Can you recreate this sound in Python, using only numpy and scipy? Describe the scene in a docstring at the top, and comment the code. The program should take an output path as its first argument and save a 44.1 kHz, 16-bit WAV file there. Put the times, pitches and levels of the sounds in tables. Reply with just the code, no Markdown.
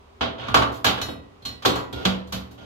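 """A hand shifts and seats the glass turntable plate in an open microwave oven in a quiet tiled kitchen.
A first knock fills the sheet-metal cavity and the room with dense clatter and rings the cabinet panels.
Short scrapes over the oven floor and flurries of knocks follow; where struck freely, the glass rings too.
The floor booms as the plate drops on it, faintly near 0.9 s and hardest just after 2 s.
A few more knocks, one soft boom and a last scrape seat the plate, over steady low room noise."""
import sys
import numpy as np
from scipy import signal
from scipy.fft import rfft, irfft
from scipy.io import wavfile

SR = 44100
rng = np.random.default_rng(int(sys.argv[2]) if len(sys.argv) > 2 else 0)


def transcribe(u):
    """Save the signal u as a 16-bit wav file named by the first command-line argument.

    u: samples, shape (n,) or (channels, n), limited to [-1, 1]; the rate is SR.
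    q: integer samples, one column per channel.
    """
    v = np.clip(np.atleast_2d(u).T, -1, 1)
    q = np.round(v * 32767).astype(np.int16)
    wavfile.write(sys.argv[1], SR, q)


N = 116865
T = np.arange(SR) / SR  # each contact sounds for one second
BIN_HZ = np.fft.rfftfreq(SR, 1 / SR)


def oven(shared, parts_db, snap_db, panel_hz):
    """One contact excites the oven: a snap, dense reflections that die band by band, and ringing panels."""
    # centres of thud, body, clang, crack and tick: centre_hz
    parts_hz = [100, 400, 1150, 3500, 11000]
    # dense response of cavity and room: frequency_hz, level_db
    clatter_curve = [(25, -88), (45, -69.5), (65, -50.5), (140, -58), (280, -51), (560, -50), (1200, -51.5),
                     (2000, -57), (3300, -51), (4500, -56), (6000, -62), (7200, -64.5), (8500, -75),
                     (10000, -74), (13000, -70), (15200, -80), (16500, -95)]
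    # how each band builds and dies: centre_hz, t60_s, rise_s
    decay = [(59.7, 0.61, 0.0069), (158, 0.76, 0.0065), (445, 0.57, 0.0056), (1140, 0.48, 0.00053),
             (2850, 0.37, 0.0027), (6750, 0.26, 0.0015), (13740, 0.29, 0.00089)]
    # modes of the sheet-metal panels and cavity: pitch_hz, level_db, t60_s
    cabinet = [(75.3, -39, 0.99), (117.73, -31.5, 0.63), (240.8, -27.5, 0.53), (281.3, -30, 0.71),
               (383.4, -36.5, 0.57), (410, -44.5, 1), (442.8, -35, 0.46), (498, -30.5, 0.67),
               (544, -42.5, 0.59), (660, -34.5, 0.78), (764, -25.5, 0.29), (881, -40.5, 0.34),
               (982, -35.5, 0.73), (1106, -31, 0.39), (1179, -28, 0.33), (1419, -27, 0.33),
               (1645, -31.5, 0.19)]
    snap_s, shared_power, focus_db = 0.0068, 0.41, 12
    reflections, ripple_db = shared
    colour = list(zip(parts_hz, parts_db))
    clatter = np.sqrt(shared_power) * reflections + np.sqrt(1 - shared_power) * noise(SR)
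    clatter *= amp(read(clatter_curve, BIN_HZ) + read(colour, BIN_HZ) + ripple_db)
    snap = amp(snap_db) * np.exp(-T / snap_s)
    centres_hz = [row[0] for row in decay]
    out = np.zeros((2, SR))
    for solo, (_, t60_s, rise_s) in zip(np.eye(len(decay)), decay):
        band = irfft(clatter * read(list(zip(centres_hz, solo)), BIN_HZ), SR)
        out += band * (1 - np.exp(-T / rise_s)) * (amp(-60 * T / t60_s) + snap)
    for hz, db, t60_s in cabinet:
        level_db = db + read(colour, hz) + focus_db * favour(hz, panel_hz)
        out += mode(hz, level_db, t60_s, rise_s=read(decay, hz, column=2))
    return out


def cavity():
    """What all contacts share: one pattern of reflections, and the ripple of countless metal resonances."""
    width_hz, treble_depth_db = 26, 3.6
    bell = np.exp(-.5 * (np.arange(-200, 201) / width_hz * 2) ** 2)
    ripple = np.convolve(rng.standard_normal(len(BIN_HZ)), bell / np.linalg.norm(bell), "same")
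    depth_db = treble_depth_db * BIN_HZ / (BIN_HZ + 1200)  # smoother in the bass
    ripple_db = depth_db * np.minimum(ripple, 2) - depth_db ** 2 / 10
    return noise(SR), ripple_db


def plate(ring_db, focus_hz):
    """The glass rings, the point of contact favouring some modes; echoes off walls and tiles waver it."""
    # modes of the glass plate: pitch_hz, level_db, t60_s
    glass = [(1537, -42, .3), (1943, -49, .9), (2555, -46, .55), (2955, -39, .38), (3797, -31, .27),
             (4198, -32, .28), (4288, -39, .22), (5218, -43, .23), (5545, -44, .24), (5990, -39, .2),
             (6818, -44, .22), (7020, -41, .25), (7848, -44, .25), (8621, -47, .25), (9790, -52, .2),
             (10327, -46, .24), (10481, -50, .2), (12142, -45, .2), (12512, -46, .22), (13300, -52, .2),
             (14060, -46, .18), (14281, -51, .15)]
    focus_db, echo_db, echo_t60_s = 8, -4, .25
    ring = sum(mode(hz, ring_db + db + focus_db * favour(hz, focus_hz), t60_s, rise_s=.002)
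               for hz, db, t60_s in glass)
    walls = rng.standard_normal((2, SR)) * amp(-60 * T / echo_t60_s)
    echo = signal.fftconvolve(ring, walls / np.linalg.norm(walls[0]), axes=1)[:, :SR]
    return ring + amp(echo_db) * echo


def floor_boom(level_db):
    """The oven floor booms on one low mode when the plate drops on it."""
    return mode(189, level_db, t60_s=0.53, rise_s=0.0062)


def scrape(shared, length_s, parts_db):
    """Many tiny slips of glass on metal excite the oven, easing off slightly along the stroke."""
    # tone of one slip: frequency_hz, level_db
    slip_curve = [(100, -6), (800, 3), (2200, 1), (3200, -1), (4500, -4.5), (7000, -5), (12000, -3.5)]
    slips_per_s, slip_db, spread_db, ease_db = 500, -15, 2, 2.5
    slipping = (rng.random(SR) < slips_per_s / SR) & (T < length_s)
    force = amp(slip_db + spread_db * rng.standard_normal(SR) - ease_db * T / length_s)
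    slips = slipping * force * rng.choice([-1, 1], SR)
    grain_spectrum = amp(read(slip_curve, np.fft.rfftfreq(128, 1 / SR)))
    grain = np.roll(irfft(grain_spectrum), 64)
    friction = np.convolve(slips, grain, "same")
    response = oven(shared, parts_db, snap_db=3.5, panel_hz=1377)
    return signal.fftconvolve(response, friction[None], axes=1)[:, :SR]


def kitchen():
    """Steady, low room tone."""
    # spectrum of the quiet kitchen: frequency_hz, relative_db
    air_curve = [(15, -39), (25, -19), (80, -4.5), (127, -23), (223, -14.5), (344, -20), (405, -6),
                 (451, -18.5), (962, -17.5), (1040, -15.5), (1740, -28), (3160, -29.5), (16000, -56.5)]
    level_db = -52
    air = irfft(noise(N) * amp(read(air_curve, np.fft.rfftfreq(N, 1 / SR))), N)
    return amp(level_db) * air / air.std()


def mode(hz, level_db, t60_s, rise_s):
    """One dying resonance, reaching left and right in different phases."""
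    likeness, gains = stereo_image(hz)
    phase = rng.uniform(0, 2 * np.pi) + np.array([[0], [np.arccos(likeness) * rng.choice([-1, 1])]])
    envelope = amp(level_db - 60 * T / t60_s) * (1 - np.exp(-T / rise_s))
    return gains[:, None] * envelope * np.sin(2 * np.pi * hz * T + phase)


def favour(hz, focus_hz, width_octaves=0.077):
    """How near a mode lies to the narrow range that a point of contact favours, 0-1."""
    return np.exp(-.5 * (np.log2(hz / focus_hz) / width_octaves) ** 2)


def noise(size):
    """Spectrum of white noise, spread and panned by the stereo image."""
    left, other = rfft(rng.standard_normal((2, size))) * np.sqrt(SR / 2)
    likeness, gains = stereo_image(np.fft.rfftfreq(size, 1 / SR))
    right = likeness * left + np.sqrt(1 - likeness ** 2) * other
    return gains * np.array([left, right])


def stereo_image(hz):
    """Left-right likeness and the two channel gains at each frequency."""
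    # width and balance: frequency_hz, correlation, left_minus_right_db
    image = [(60, 0.96, 1), (180, 0.89, -4), (346, 0.023, 0.5), (756, -0.15, -1.5), (1460, -0.33, -2),
             (2840, -0.048, -1.5), (4200, -0.27, -5), (5970, 0.049, 1), (9000, -0.22, 2.5),
             (14000, .1, -6.5)]
    lean_db = read(image, hz, column=2) / 2
    return np.clip(read(image, hz), -1, 1), amp([lean_db, -lean_db])


def amp(db):
    """Decibels to gain."""
    return 10 ** (np.asarray(db) / 20)


def read(points, hz, column=1):
    """One column of a table, interpolated along log frequency."""
    table = np.transpose(points)
    return np.interp(np.log(hz + 1), np.log(table[0] + 1), table[column])


def add(mix, start_s, sound):
    """Mixes a stereo sound in at its start time."""
    part = mix[:, round(start_s * SR):][:, :sound.shape[1]]
    part += sound[:, :part.shape[1]]


def scene():
    """Knocks, booms and scrapes over the room tone."""
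    # the plate knocks against the oven: start_s, thud_db, body_db, clang_db, crack_db, tick_db,
    # snap_db, ring_db, favoured_glass_hz, favoured_panel_hz
    knocks = [ (.2085, -2.5, -3.5, -3, -3.5, -24, -47, -35, 3830, 686),
              (0.4826, 0.5, -20, -12.5, -23.5, -35, 10.5, -20, 3800, 1230),
              (0.5425, 2, -2, 7.5, -2, -6.5, 5, 0, 2960, 1264),
              (.562, -1, 0.5, -2, -6, -14.5, -9, -19, 3000, 880),
              (0.6206, -9, -9.5, -1, -15.5, -24.5, 8, -18, 3000, 1210),
              (0.8437, -3.5, -5, 3, -3.5, 0, -5.5, 1, 6970, 1696),
              (.861, -1.5, -4.5, -3.5, 2.5, -17, -19, -14, 3020, 795),
              (.976, -12.5, -13.5, -14, -16.5, -40, -14, -18, 1600, 1613),
              (1.014, -3, -22.5, -14, -14, -12, 0.5, -1, 5720, 1700),
              (1.085, -7, -12, -19, -25, -56, 2, -15, 3900, 537),
              (1.421, -17, -33, -43, -37, -46, -3, -28.5, 4200, 786),
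              (1.451, -8.5, -18, -23.5, -15, -19, -10, -4, 4250, 1114),
              (1.622, -18, -25, -23, -21, -25, -14, -33, 7000, 1220),
              (1.650, -6, -7.5, 1.5, -11.5, -12, 3.5, -25, 3800, 1050),
              (1.654, 1.5, 3, -11.5, -0.5, -7, 3.5, 4, 14300, 408),
              (1.700, -20, -9, -22, -28, -32, -13, -32, 3780, 410),
              (1.755, -7.5, -11.5, -5.5, -17.5, -14, -22, -12.5, 7100, 1050),
              (2.051, 0, -3, -4, -2, -10, 4.5, -11, 3080, 535),
              (2.272, -14, -45, -44, -37, -30.5, -14, -31, 6840, 278),
              (2.3227, -1.5, -14, -13, -12, -7, -14, -18, 4240, 555),
              (2.510, -18, -26, -36, -38, -27.5, -14, -34, 7000, 270)]
    # the plate drops on the oven floor: start_s, level_db
    booms = [(0.863, -27.5), (2.058, -16.5), (2.33, -27)]
    # the plate slides: start_s, length_s, thud_db, body_db, clang_db, crack_db, tick_db
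    scrapes = [(0.38, 0.14, -2.5, -15, -18.5, -14.5, -35), (0.71, 0.064, -28, -25, -43, -23.5, -14),
               (1.925, .014, 2, -4, -21.5, -12, -11.5), (1.956, .09, -9, -10.5, -23, -19.5, -24.5),
               (2.574, .075, -11.5, -21, -34.5, -28, -35.5)]
    shared, mix = cavity(), kitchen()
    for start_s, *parts_db, snap_db, ring_db, glass_hz, panel_hz in knocks:
        add(mix, start_s, oven(shared, parts_db, snap_db, panel_hz) + plate(ring_db, glass_hz))
    for start_s, level_db in booms:
        add(mix, start_s, floor_boom(level_db))
    for start_s, length_s, *parts_db in scrapes:
        add(mix, start_s, scrape(shared, length_s, parts_db))
    return mix


def record(dry):
    """A steep low-pass trims the top end at 16 kHz."""
    low_pass = signal.firwin(255, 16000, window=("kaiser", 9), fs=SR)
    return signal.oaconvolve(dry, low_pass[None], "same")


dry = scene()
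out = record(dry)
transcribe(out)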